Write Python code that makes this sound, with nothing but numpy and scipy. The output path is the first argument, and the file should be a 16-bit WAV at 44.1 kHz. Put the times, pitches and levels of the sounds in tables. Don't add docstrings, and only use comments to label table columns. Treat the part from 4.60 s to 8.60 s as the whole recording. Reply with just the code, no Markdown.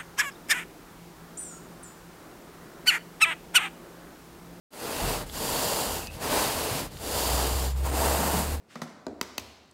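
import sys
import numpy as np
from scipy import signal
from scipy.fft import rfft, irfft
from scipy.io import wavfile

SR = 44100
rng = np.random.default_rng(int(sys.argv[2]) if len(sys.argv) > 2 else 0)


def store_pcm(level_fs):
    pcm = np.round(np.clip(level_fs, -1, 1) * 32767).astype(np.int16)
    wavfile.write(sys.argv[1], SR, np.atleast_2d(pcm).T)


N = 176400
T = np.arange(N) / SR

# frequency in Hz, relative level in dB.
RUMBLE_TONE = [(20, -11), (45, 0), (65, -6), (83, 4.5), (105, -8.5), (150, -5), (300, -18), (1000, -33),
               (4000, -29.5), (15000, -67)]
# time in seconds, level in dB.
HUM_SWELL = [(2.401, -56), (2.6, -39), (2.75, -30), (2.98, -29), (3.14, -27.5), (3.48, -29), (3.72, -34),
             (3.95, -33), (4.0, -30)]
# start in seconds, level in dB, decay in seconds, pitch in Hz.
HEAD_KNOCKS = [(.425, -31.5, 0.081, 136), (2.1, -33.5, 0.088, 135), (2.72, -34, 0.051, 119),
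               (2.92, -32, 0.041, 100), (3.58, -32.5, 0.091, 201), (3.72, -30.5, 0.095, 184)]
# start in seconds, level in dB, decay in seconds, pitch in Hz.
FLOOR_SWINGS = [(.405, -28.5, .13, 42.2), (1.265, -34, 0.031, 50), (3.89, -32, .04, 36)]

# start in seconds, level in dB, pitch in Hz.
HANDLE_TICKS = [(0.6976, -30.5, 3420), (1.4719, -26.5, 4800), (2.371, -35, 3130)]
# multiple of its pitch, relative level in dB, decay in seconds.
TICK_NOTES = [(.62, -9.5, 0.0013), (1, -0.5, .0011), (1.25, -4, 0.00068)]
# middle in seconds, half length in seconds, level in dB, pitch in Hz.
HANDLE_CREAKS = [(0.376, 0.029, -44, 2740), (0.548, 0.013, -44, 2640), (1.423, 0.013, -45, 2660),
                 (1.484, 0.017, -45.5, 2650), (1.53, 0.0087, -50, 2700)]
# middle in seconds, half length in seconds, level in dB, pitch in Hz.
BRISTLE_SKIMS = [(0.97, 0.0093, -37, 4470), (3.04, .06, -48, 7150), (3.292, 0.043, -49, 8730),
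                 (3.45, 0.087, -45, 8300)]

# frequency in Hz, relative level in dB.
PUSH_TONE = [(900, -16), (1700, -5), (2200, -2), (2750, 3), (3500, 0), (4100, 1.5), (4750, 3.5),
             (5600, -2.5), (7800, 0), (9500, -.5), (11200, -2), (13000, -2.5), (15600, -7.5)]
PULL_TONE = [(900, -48), (1700, -24), (2250, -8.5), (2800, 2.5), (3900, 0.5), (4700, 5.5), (5500, -1),
             (6300, -1), (7200, 3.5), (8800, -0.5), (10200, 1.5), (11300, -3), (13300, 0.5), (15600, -7.5)]
FRONT_TONE = [(900, -18), (1700, -9), (2350, -6.5), (2750, 0.5), (3400, -5), (4050, -2.5), (4750, 0),
              (5700, -6), (7200, 0), (8700, -1), (11300, -4), (13000, -1.5), (15600, -8.5)]
# frequency in Hz, relative level in dB.
DRAG_TONE = [(40, -6), (100, -9), (170, -2), (260, -.5), (370, 0.5), (480, 1.5), (780, -1.5), (960, -3),
             (1250, -7.5), (1700, -9.5), (2400, -14.5), (5000, -28.5)]
HEAD_TONE = [(150, -28), (400, -3.5), (560, 2), (770, 3), (980, 3), (1250, -5.5), (1800, -11), (3500, -27)]
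# time in seconds, hiss level in dB, scrub level in dB (both before the boosts in sweep).
PUSH_STROKES = [
    [(.11, -69, -66), (.135, -53, -49.5), (.246, -42, -38), (.374, -38.5, -36.5), (.42, -38, -34),
     (.508, -35, -34), (.574, -39.5, -37), (.62, -45, -38), (.66, -58, -55)],
    [(1.5, -58, -52), (1.542, -47.5, -49), (1.592, -53, -45.5), (1.624, -39, -35), (1.695, -36.5, -33),
     (1.724, -32, -28.5), (1.825, -31, -28.5), (1.88, -34, -31.5), (1.96, -36, -34), (2.194, -36.5, -35.5),
     (2.262, -46, -42.5), (2.29, -59, -57), (2.31, -60, -57)],
    [(3.14, -59, -50), (3.178, -47.5, -45.5), (3.225, -50.5, -46), (3.262, -39, -33), (3.312, -44.5, -37.5),
     (3.356, -35.5, -31), (3.45, -32, -29), (3.6, -34.5, -30), (3.79, -33, -31), (3.87, -40, -37),
     (3.945, -41.5, -37.5), (4.0, -58, -53)],
]
PULL_STROKES = [
    [(.66, -53, -48), (.71, -50.5, -52), (.752, -40.5, -39.5), (.86, -35, -34.5), (1.02, -32.5, -32),
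     (1.212, -34, -33), (1.372, -38, -37.5), (1.468, -47.5, -45), (1.5, -65, -60)],
    [(2.31, -54, -51), (2.39, -51, -51), (2.432, -41.5, -40), (2.552, -34, -33.5), (2.672, -32, -32.5),
     (2.81, -33.5, -31), (3.054, -38.5, -38), (3.108, -45.5, -44.5), (3.14, -57, -53)],
]


def amp(db):
    return 10 ** (np.asarray(db) / 20)


def evened(x):
    return x / np.sqrt(np.mean(x ** 2) + 1e-20)


def colour(x, tone):
    hz, db = np.transpose(tone)
    freqs = np.fft.rfftfreq(N, 1 / SR)
    gain = amp(np.interp(np.log(freqs + 1), np.log(hz), db))
    return evened(irfft(rfft(x) * gain, N))


def band(hz, width_hz):
    freqs = np.fft.rfftfreq(N, 1 / SR)
    cut = 1 + (2 * (freqs - hz) / width_hz) ** 4
    return evened(irfft(rfft(rng.standard_normal(N)) / cut, N))


def wander(rate_hz):
    return band(0, 2 * rate_hz)


def bump(start, rise_s, decay_s):
    age = T - start
    return np.clip(age / rise_s, 0, 1) * np.exp(-np.maximum(age - rise_s, 0) / decay_s)


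def bell_curve(middle, half_s):
    return np.exp(-.5 * ((T - middle) / half_s) ** 2)


def clicks(per_s, spread_db):
    sizes = amp(spread_db * np.minimum(rng.exponential(1, N), 5))
    return sizes * rng.choice([-1, 1], N) * (rng.random(N) < per_s / SR)


def room_echo(x, echo_db=-14, fade_s=0.054):
    t = T[:SR // 2]
    tail = rng.standard_normal(len(t)) * amp(-60 * t / fade_s) * (t > .005)
    return x + amp(echo_db) * signal.fftconvolve(x, tail / np.linalg.norm(tail))[:N]


def room_rumble(level_db=-42.5, start=0.15, rise_s=0.37):
    fade_in = np.clip((T - start) / rise_s, 0, 1) ** 2
    return amp(level_db) * colour(rng.standard_normal(N), RUMBLE_TONE) * fade_in


def hum(start_hz=58.1, climb_hz_per_s=10.2, octave_db=-16.5, waver_db=1.2):
    times, db = np.transpose(HUM_SWELL)
    pitch = start_hz + climb_hz_per_s * (T - times[0])
    phase = 2 * np.pi * np.cumsum(pitch) / SR
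    level = amp(np.interp(T, times, db) + waver_db * wander(rate_hz=8.9)) * (T > times[0])
    return level * evened(np.sin(phase) + amp(octave_db) * np.sin(2 * phase))


def floor_thuds(knock_rise_s=0.015, swing_rise_s=0.021):
    out = np.zeros(N)
    for start, db, decay_s, hz in HEAD_KNOCKS:
        dull_noise = evened(np.tanh(band(hz, width_hz=0.66 * hz)))
        out += amp(db) * bump(start, knock_rise_s, decay_s) * dull_noise
    for start, db, decay_s, hz in FLOOR_SWINGS:
        out += amp(db) * bump(start, swing_rise_s, decay_s) * np.sin(2 * np.pi * hz * (T - start))
    return out


def handle_ticks(snap_db=-12, snap_s=0.00057):
    out = np.zeros(N)
    for start, db, hz in HANDLE_TICKS:
        age = np.maximum(T - start, 0)
        ring = sum(amp(note_db) * np.exp(-age / decay_s) * np.sin(2 * np.pi * multiple * hz * age)
                   for multiple, note_db, decay_s in TICK_NOTES)
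        snap = amp(snap_db) * (T > start) * np.exp(-age / snap_s) * rng.standard_normal(N)
        out += amp(db) * (ring + snap)
    return out


def handle_creaks(slip_db=1.5):
    slips = evened(amp(slip_db * wander(rate_hz=200)))
    return sum(amp(db) * bell_curve(middle, half_s) * band(hz, width_hz=310) * slips
               for middle, half_s, db, hz in HANDLE_CREAKS)


def bristle_skims():
    return sum(amp(db) * bell_curve(middle, half_s) * band(hz, width_hz=0.063 * hz)
               for middle, half_s, db, hz in BRISTLE_SKIMS)


def stroke_level(strokes, column, fade_s=0.01):
    power = np.zeros(N)
    for stroke in map(np.array, strokes):
        times, db = stroke[:, 0], stroke[:, column]
        inside_s = np.minimum(T - times[0], times[-1] - T)
        fade = np.clip(.5 + inside_s / fade_s, 0, 1)
        power += fade * amp(np.interp(T, times, db)) ** 2
    return np.sqrt(power)


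def sweep(strokes, hiss_tone, hiss_boost_db, scrub_boost_db):
    judder = wander(rate_hz=70)
    force = stroke_level(strokes, column=2)
    tips = colour(clicks(per_s=14000, spread_db=1.5), hiss_tone)
    drag = colour(clicks(per_s=4000, spread_db=2), DRAG_TONE)
    head = colour(clicks(per_s=4000, spread_db=2), HEAD_TONE)
    head_share = amp(-3.5) * force / amp(-34)
    tufts = (drag + head_share * head) / np.hypot(1, head_share)
    hiss = tips * amp(hiss_boost_db + .5 * judder) * stroke_level(strokes, column=1)
    scrub = tufts * amp(scrub_boost_db + .32 * judder) * force
    return hiss + scrub


def scene():
    broom = sweep(PUSH_STROKES[:-1], PUSH_TONE, hiss_boost_db=2.37, scrub_boost_db=2.0)
    broom += sweep(PULL_STROKES, PULL_TONE, hiss_boost_db=2.0, scrub_boost_db=1.5)
    broom += sweep(PUSH_STROKES[-1:], FRONT_TONE, hiss_boost_db=1.6, scrub_boost_db=1.33)
    mono = room_rumble()
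    mono += room_echo(broom + handle_ticks() + handle_creaks() + bristle_skims())
    mono += floor_thuds() + hum()
    return np.array([mono, mono])


def record(dry, low_cut_hz=29, high_cut_hz=15780):
    bass_cut = signal.butter(2, low_cut_hz, "high", fs=SR, output="sos")
    treble_cut = signal.firwin(1023, high_cut_hz, window=("kaiser", 9), fs=SR)
    return signal.oaconvolve(signal.sosfilt(bass_cut, dry), treble_cut[None], "same")


dry = scene()
out = record(dry)
store_pcm(out)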